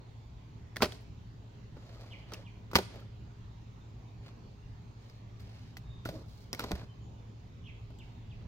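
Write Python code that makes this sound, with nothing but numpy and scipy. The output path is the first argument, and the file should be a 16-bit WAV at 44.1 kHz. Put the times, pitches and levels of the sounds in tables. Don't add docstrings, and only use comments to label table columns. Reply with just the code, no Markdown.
import sys
import numpy as np
from scipy import signal
from scipy.fft import rfft, irfft
from scipy.io import wavfile
from scipy.ndimage import uniform_filter1d

SR = 44100
rng = np.random.default_rng(int(sys.argv[2]) if len(sys.argv) > 2 else 0)


def put_to_file(sound):
    columns = np.atleast_2d(sound).T
    safe = np.clip(columns, -1, 1)
    whole_steps = np.round(safe * 32767)
    wavfile.write(sys.argv[1], SR, whole_steps.astype(np.int16))


N = 373835


def amp(db):
    return 10 ** (np.asarray(db) / 20)


def evened(x):
    return x / np.sqrt(np.mean(x ** 2) + 1e-20)


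def read(points, hz):
    f, value = np.transpose(points)
    return np.interp(np.log(hz + 1), np.log(f + 1), value)


def add(mix, s, sound):
    part = mix[:, max(round(s * SR), 0):][:, :sound.shape[-1]]
    part += sound[..., :part.shape[1]]


def coloured(x, spectrum, tilt_db=0):
    hz = np.fft.rfftfreq(2048, 1 / SR)
    log_gain = np.log(amp(read(spectrum, hz) + tilt_db * np.log2((hz + 300) / 4000)))
    mirrored = np.r_[log_gain, log_gain[-2:0:-1]]
    response = np.exp(np.conj(signal.hilbert(mirrored)))
    taps = np.fft.ifft(response).real
    taps /= np.linalg.norm(taps)
    return signal.fftconvolve(x, taps[None], axes=1)[:, :x.shape[1]]


def ports(size, apart):
    z = rng.standard_normal((3, size))
    return (z[0] + apart * z[1:]) / np.hypot(1, apart)


def placed(pair, lead_ms):
    size = pair.shape[1]
    turn = np.exp(-2j * np.pi * np.fft.rfftfreq(size, 1 / SR) * lead_ms / 1000)
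    return np.array([pair[0], irfft(rfft(pair[1]) * turn, size)])


def drift(size, rate_hz):
    knots = rng.standard_normal(size // 8 + 2)
    return np.interp(np.arange(size) * rate_hz / SR, np.arange(len(knots)), knots) * np.sqrt(3 / 2)


# f/Hz, relative level/dB per Hz
AIR_SPECTRUM = [(12, -24), (33, -3), (70, 3.5), (180, -4.5), (280, -13.5), (500, -21.5), (950, -22.5),
                (1400, -29.5), (4400, -33.5), (5500, -38.5), (7000, -39.5), (8000, -51.5), (10000, -56.5),
                (15000, -51)]
# f/Hz, correlation [-1 to 1]
AIR_LIKENESS = [(60, 0.93), (130, 0.9), (290, .78), (640, -0.05), (1400, -.15), (3000, 0.2), (15000, -0.16)]
AIR_DB = -67


def air(patch_db=2.0, swell_db=0.07):
    frames, hz = N // 512 + 5, np.fft.rfftfreq(2048, 1 / SR)
    a, b, c, d, patches = rng.standard_normal((frames, len(hz), 5)).T
    patches = uniform_filter1d(patches, size=16, axis=0)
    patches = evened(uniform_filter1d(patches, size=10, axis=1))
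    same = np.clip(read(AIR_LIKENESS, hz), -1, 1)[:, None]
    left, other = a + 1j * b, c + 1j * d
    right_gain = amp(read([(100, 0.3), (700, 3.1), (8000, 1.6), (15000, 0.27)], hz))[:, None]
    right = right_gain * (same * left + np.sqrt(1 - same ** 2) * other)
    swell = swell_db * drift(N + SR, rate_hz=3)[::512][:frames]
    z = np.array([left, right]) * amp(read(AIR_SPECTRUM, hz)[:, None] + patch_db * patches + swell)
    noise = signal.istft(z, nperseg=2048, noverlap=1536)[1][:, :N]
    band = signal.butter(4, [500, 6000], "band", fs=SR, output="sos")
    middle = signal.sosfilt(band, noise.mean(0))
    return amp(AIR_DB) * noise / middle.std()


MOTOR_TONES = [55.7, 109.16, 120.01, 179.2, 240.02, 327.46, 409.3]
MOTOR_LEVELS = [-62.5, -53.5, -56.5, -75, -77, -90.5, -73.5]


def hum(waver_db=2.23, wander_rad=0.054):
    t = np.arange(N) / SR
    total = 0
    for hz, db in zip(MOTOR_TONES, MOTOR_LEVELS):
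        level = amp(db + waver_db * drift(N, rate_hz=7.1))
        phase = 2 * np.pi * hz * t + wander_rad * drift(N, rate_hz=3.5)
        total = total + level * np.cos(phase)
    return np.sqrt(2) * total


# f/Hz, relative level/dB
ECHO_SPECTRUM = [(60, -14.5), (250, 4.5), (600, -5.5), (2000, -0.5), (5000, 0), (9000, 8), (16000, -7)]
# f/Hz, t60/s
ECHO_DECAY = [(100, 0.99), (600, .58), (3000, 0.69), (6000, 0.55), (15000, 0.3)]


def yard(x):
    taps = rng.standard_normal((2, SR)) * (rng.random((2, SR)) < .12)
    hz, t, z = signal.stft(taps, SR, nperseg=256)
    fall_db = 60 * t / read(ECHO_DECAY, hz)[:, None]
    rise = np.clip(t / 0.0035, 0, 1)
    z *= amp(read(ECHO_SPECTRUM, hz)[:, None] - fall_db) * rise
    tail = signal.istft(z, SR, nperseg=256)[1]
    return signal.fftconvolve(x, tail / np.linalg.norm(tail[0]), axes=1)[:, :N]


# t/s, level/dB, stretch [factor on the glide's times]
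CALLS = [(2.108, -49, 1.0), (2.450, -56, 0.94), (7.640, -53.5, 1.5), (7.986, -56, 1.0), (8.298, -59, 1.0)]
# t/s after its start, f/Hz, relative level/dB
CALL_GLIDE = [(0, 2930, -9), (.009, 3260, -8), (.016, 3245, -1), (.025, 2760, -1), (.038, 2250, -3),
              (.052, 1950, -14)]
# t/s, length/s, starting f/Hz, level/dB
CLEAR_WHISTLES = [(1.774, .07, 6950, -77), (3.801, 0.031, 3660, -68), (4.073, 0.03, 3670, -73),
                  (4.62, .05, 2840, -71), (5.748, .38, 3730, -73.5), (6.873, 0.061, 3120, -68),
                  (7.009, 0.064, 6900, -75.5)]
WHISTLE_SAG = .025
CHIRPS_PER_S, CHIRP_S, CHIRP_DB, CHIRP_HZ = 1.0, .05, -76, (2800, 3770)


def birds(rasp=0.07, waver=0.01):
    out, t = np.zeros((2, N)), np.arange(4096) / SR
    when, hz, db = np.transpose(CALL_GLIDE)
    for s, call_db, stretch in CALLS:
        pitch = np.interp(t / stretch, when, hz) * (1 + rasp * drift(len(t), rate_hz=1000))
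        level = amp(call_db + np.interp(t / stretch, when, db, right=-90))
        call = level * np.sin(2 * np.pi * np.cumsum(pitch) / SR)
        add(out, s, placed(np.array([amp(-3.0) * call, call]), lead_ms=-0.34))
    chirps = []
    for at, high in rng.random((round(CHIRPS_PER_S * N / SR), 2)):
        chirps.append((at * N / SR, CHIRP_S, np.interp(high, [0, 1], CHIRP_HZ), CHIRP_DB))
    t = np.arange(SR // 2) / SR
    for s, length, start_hz, level_db in CLEAR_WHISTLES + chirps:
        along = np.clip(t / length, 0, 1)
        pitch = start_hz * (1 - WHISTLE_SAG * along) * (1 + waver * drift(len(t), rate_hz=610))
        level = amp(level_db + 3.3 * drift(len(t), rate_hz=22)) * np.sin(np.pi * along)
        add(out, s, level * np.sin(2 * np.pi * np.cumsum(pitch) / SR))
    return out


# t/s, length/s, scrape level/dB, swish level/dB, scrape brightness/dB per octave
STROKES = [(0.863, 0.13, -57.5, -59.5, -4.5), (1.714, 0.56, -57, -67, -3), (2.252, 0.21, -55, -68, -2.5),
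           (2.869, 0.2, -54.5, -67.5, -3.5), (4.216, .11, -60.5, -75, 1.5), (4.951, 0.29, -69.5, -73, 1.5),
           (5.346, 0.43, -65.5, -70.5, 2), (6.05, .21, -51, -63.5, -9), (6.234, 0.28, -69, -66, 15),
           (6.559, .17, -47, -54.5, -2.5), (6.689, 0.19, -52, -64, -3.5), (7.853, .4, -73, -77, -5),
           (8.367, 0.32, -61, -88, -6)]
# f/Hz, relative level/dB per Hz
SCRAPE_SPECTRUM = [(60, -12.5), (240, 2), (400, 0), (550, 4), (900, -4), (1500, -6), (2200, -4.5),
                   (4500, -8), (8000, -29), (16000, -34.5)]
# f/Hz, relative level/dB per Hz
SWISH_SPECTRUM = [(300, -19.5), (1200, -2), (2300, -13.5), (4200, 9.5), (6500, -0.5), (8000, -10),
                  (10000, -14), (13000, -6), (16000, -21)]
CATCHES_PER_S, CATCH_DB, CATCH_HZ, CATCH_DECAY_S = 13, 3.5, (450, 1400), .006


def rubbing(catch_db=2.0, grain_db=3.0):
    out, t = np.zeros((2, N)), np.arange(SR // 2 + 2048) / SR
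    for s, length, scrape_db, swish_db, bright_db in STROKES:
        catches = catch_db * drift(len(t), rate_hz=150)
        grain = grain_db * drift(len(t), rate_hz=1600)
        slips = evened(amp(np.minimum(catches + grain, 7)))
        pressure = np.sin(np.pi * np.clip(t / length, 0, 1))
        stroke = slips * pressure
        scrape = coloured(ports(len(t), apart=.4) * stroke, SCRAPE_SPECTRUM, bright_db)
        swish = coloured(ports(len(t), apart=1.0) * stroke, SWISH_SPECTRUM)
        add(out, s, placed(amp(scrape_db) * scrape + amp(swish_db) * swish, lead_ms=.12))
        for at, high in rng.random((round(CATCHES_PER_S * length), 2)):
            tap_hz = np.interp(high, [0, 1], CATCH_HZ)
            tap = np.sin(2 * np.pi * tap_hz * t) * np.exp(-t / CATCH_DECAY_S)
            add(out, s + at * length, amp(scrape_db + CATCH_DB) * np.sin(np.pi * at) * tap)
    return out


# t/s, slip rate f/Hz, level/dB
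GROAN_PATH = [(6.109, 305, -54), (6.135, 330, -51.5), (6.165, 310, -46), (6.194, 235, -64),
              (6.235, 190, -63)]
# f/Hz, relative level/dB
GROAN_SPECTRUM = [(100, -13), (300, 7), (450, -3), (610, 5), (800, -22), (1050, -15), (1500, -33),
                  (4000, -33)]


def groan(jitter=0.074):
    when, rate, db = np.transpose(GROAN_PATH)
    t = np.arange(when[0], when[-1], 1 / SR)
    slip_hz = np.interp(t, when, rate) * (1 + jitter * drift(len(t), rate_hz=300))
    turns = np.cumsum(slip_hz) / SR
    slips = sum(np.cos(2 * np.pi * k * turns) for k in range(1, 10))
    body = evened(coloured(slips[None], GROAN_SPECTRUM))
    out = np.zeros((2, N))
    add(out, when[0], amp(np.interp(t, when, db)) * body)
    return out


# f/Hz, relative level/dB, t60/s
PANEL_MODES = [(183.6, -8, .14), (240, 1.5, 0.043), (333, -13, 0.078), (397, -7, .12), (517, -26, .09),
               (600, -12, .12), (673.6, -7.5, 0.066), (818, -14.5, 0.1), (1010, -19, 0.11),
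               (1200, -14.5, .08), (1450, -11, .08), (1990, -14.5, .07)]
# f/Hz, relative level/dB per Hz
CRACK_SPECTRUM = [(200, -25.5), (700, 0.5), (1300, -1.5), (2000, -0.5), (3400, -2.5), (4700, 0),
                  (6000, -7.5), (7500, -14), (10500, -14.5), (12500, -12), (16000, -14)]
# f/Hz, relative level/dB per Hz
KNOCK_SPECTRUM = [(40, -11.5), (130, -18.5), (230, 3.5), (400, 6.5), (600, 1), (1000, -5.5), (1500, -18.5),
                  (2500, -37.5), (8000, -61)]
RING_LASTS, RING_MAX_S = 1.45, 0.0038


def crack(crack_db, knock_db, decay, bright_db, strap_hz, strap_db, lead_ms, spike=2.5, rattle_db=-21,
          rattle_s=0.023, knock_s=.006, ring_db=-6, boom_db=-17, boom_s=0.029):
    t = np.arange(8192) / SR
    fibres = ports(len(t), apart=1.0) * evened(amp(2.6 * drift(len(t), rate_hz=1500)))
    fibres *= np.exp(-t / max(decay, 1 / SR)) + amp(rattle_db) * np.exp(-t / rattle_s)
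    fibres[:, 0] += spike
    strap_turns = strap_hz * np.cumsum(1 + 0.073 * drift(len(t), rate_hz=1100)) / SR
    strap_fade = np.exp(-t / np.clip(RING_LASTS * decay, 1 / SR, RING_MAX_S))
    twang = amp(strap_db) * strap_fade * np.sin(2 * np.pi * strap_turns)
    crush = ports(len(t), apart=.2) * (np.exp(-t / knock_s) + amp(boom_db) * np.exp(-t / boom_s))
    signs = rng.choice([-1, 1], len(PANEL_MODES))
    ring = 0
    for (hz, db, t60), sign in zip(PANEL_MODES, signs):
        ring = ring + sign * amp(db - 60 * t / t60) * np.sin(2 * np.pi * hz * t)
    knock = amp(-5.5) * coloured(crush, KNOCK_SPECTRUM) + amp(ring_db) * ring
    snap = amp(crack_db) * coloured(fibres, CRACK_SPECTRUM, bright_db)
    return placed(snap + twang + amp(knock_db) * knock, lead_ms)


# t/s, left lead/ms
WORK_PLACE = [(2.35, .04), (2.7, 0.15)]


def contact(s, crack_db, knock_db, decay, bright_db, strap_hz, strap_db):
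    lead_ms = np.interp(s, *np.transpose(WORK_PLACE))
    return s, crack(crack_db, knock_db, decay, bright_db, strap_hz, strap_db, lead_ms)


# t/s, level/dB, decay/s, strap ring f/Hz
PLASTIC_CLICKS = [(0.7604, -41, 0.0038, 2150), (0.7673, -31.5, 0.002, 1760), (.9220, -41.5, 0.0013, 3320),
                  (2.010, -53.5, 0.002, 800), (2.336, -40, 0.0024, 5640), (2.3428, -44.5, 0.0034, 2790),
                  (2.7147, -58, 0.0088, 1200), (2.733, -50, 0.0067, 1250), (2.997, -63, 0.0098, 2920),
                  (5.098, -56.5, 0.0024, 4860), (5.397, -59.5, 0.021, 4180), (5.769, -45, 0.0069, 1950),
                  (6.052, -50, 0.045, 2770), (6.5301, -30, 0.002, 5240), (6.548, -38.5, .002, 2170),
                  (6.594, -30, .0025, 1370), (7.987, -62, .005, 7300)]
CLICK_KNOCK_DB, CLICK_RING_DB = -7.5, 3
# t/s, knock level/dB, crack level/dB, crack decay/s, strap ring f/Hz
CARDBOARD_KNOCKS = [(.806, -32.5, -51, .006, 1300), (1.768, -46, -61, 0.0057, 515),
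                    (2.3203, -41, -43, 0.0032, 1300), (2.7140, -44.5, -50, .004, 1100),
                    (2.7328, -34.5, -46, 0.0084, 1300), (2.7863, -23.5, -28.5, 0.0043, 600),
                    (2.957, -45.5, -55, 0.0051, 550), (6.056, -32.5, -43.5, .008, 1420),
                    (6.0895, -34.5, -38, 0.0047, 600), (6.538, -38, -44, 0.0039, 1990),
                    (6.6030, -41, -40.5, 0.0085, 1440), (6.640, -30.5, -34, 0.0028, 970),
                    (6.71, -30.5, -41, .0047, 685), (6.7171, -29.5, -32, 0.0019, 887),
                    (6.753, -43.5, -48, .009, 1790), (6.816, -48, -61, 0.0047, 1510),
                    (7.903, -51, -63.5, 0.0059, 645)]
# t/s, level/dB, f/Hz, decay/s
BOX_THUMPS = [(0.8197, -32.5, 79.4, 0.028), (2.758, -29, 80, 0.024), (6.094, -33, 171, 0.016),
              (6.7241, -32.5, 191, 0.018), (6.7343, -26.5, 66, 0.018)]
CLICK_TILT_DB, KNOCK_TILT_DB = 1.5, -1


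def box():
    out, t = np.zeros((2, N)), np.arange(SR // 4) / SR
    for s, db, decay, hz in PLASTIC_CLICKS:
        add(out, *contact(s, db, db + CLICK_KNOCK_DB, decay, CLICK_TILT_DB, hz, db + CLICK_RING_DB))
    for s, db, crack_db, decay, hz in CARDBOARD_KNOCKS:
        add(out, *contact(s, crack_db, db, decay, KNOCK_TILT_DB, hz, strap_db=db))
    for s, db, hz, decay in BOX_THUMPS:
        add(out, s, -amp(db) * np.sin(2 * np.pi * hz * t) * np.exp(-t / decay))
    return out


# t/s, crack level/dB, cardboard knock level/dB, fading of its slaps/dB per s,
# strap ring f/Hz, ring level/dB above the crack
STRAP_SNAPS = [(0.8211, -21, -19.5, 375, 1400, -6.5), (2.7549, -14, -17, 1152.5, 957, -4)]
SLAP_GAP_S, SLAP_GAP_GROWTH, SLAP_DECAY_S, SLAP_TILT_DB = .0036, 1.33, 0.0039, -1
SLAP_KNOCK_FADE = 1.44
TEAR_LEAD_S, TEAR_CRACK_DB, TEAR_KNOCK_DB, TEAR_DECAY_S, TEAR_TILT_DB = .006, -39.5, -39.5, .007, 0.5
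PUSH_DB, PUSH_S, PUSH_DELAY_S = -7.5, 0.0002, 0.00086
FACE_DB, FACE_HZ, FACE_DECAY_S = -25, 240, .012


def snaps(count=6, ring_spread=0.44):
    out, t = np.zeros((2, N)), np.arange(SR // 4) / SR
    push_rise = np.minimum(t / .00012, 1)
    push = amp(PUSH_DB) * (1 - t / PUSH_S) * np.exp(-t / PUSH_S) * push_rise
    face = amp(FACE_DB) * np.sin(2 * np.pi * FACE_HZ * t) * np.exp(-t / FACE_DECAY_S)
    gaps = SLAP_GAP_S * SLAP_GAP_GROWTH ** np.arange(count - 1)
    delays = np.r_[0, np.cumsum(gaps)]
    for s, crack_db, knock_db, fade, ring_hz, ring_db in STRAP_SNAPS:
        add(out, *contact(s - TEAR_LEAD_S, TEAR_CRACK_DB, TEAR_KNOCK_DB, TEAR_DECAY_S, TEAR_TILT_DB,
                          ring_hz, strap_db=TEAR_CRACK_DB))
        add(out, s + PUSH_DELAY_S, push)
        add(out, s, face)
        for delay in delays:
            db = crack_db - fade * delay
            slap_knock_db = knock_db - SLAP_KNOCK_FADE * fade * delay
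            hz = ring_hz * np.exp(ring_spread * rng.standard_normal() * (delay > 0))
            add(out, *contact(s + delay, db, slap_knock_db, SLAP_DECAY_S, SLAP_TILT_DB, hz, db + ring_db))
    return out


def scene():
    box_balance = amp([[-.5], [.5]])
    near = (snaps() + box() + rubbing() + groan()) * box_balance
    far = birds()
    background = hum() + air()
    return near + amp(-20) * yard(near) + amp(2.0) * far + amp(1.5) * yard(far) + background


def record(dry):
    ceiling = .7
    rounded = ceiling * np.tanh(dry / ceiling)
    low_pass = signal.firwin(401, 16000, window=("kaiser", 9), fs=SR)
    return signal.oaconvolve(rounded, low_pass[None], "same")


dry = scene()
out = record(dry)
put_to_file(out)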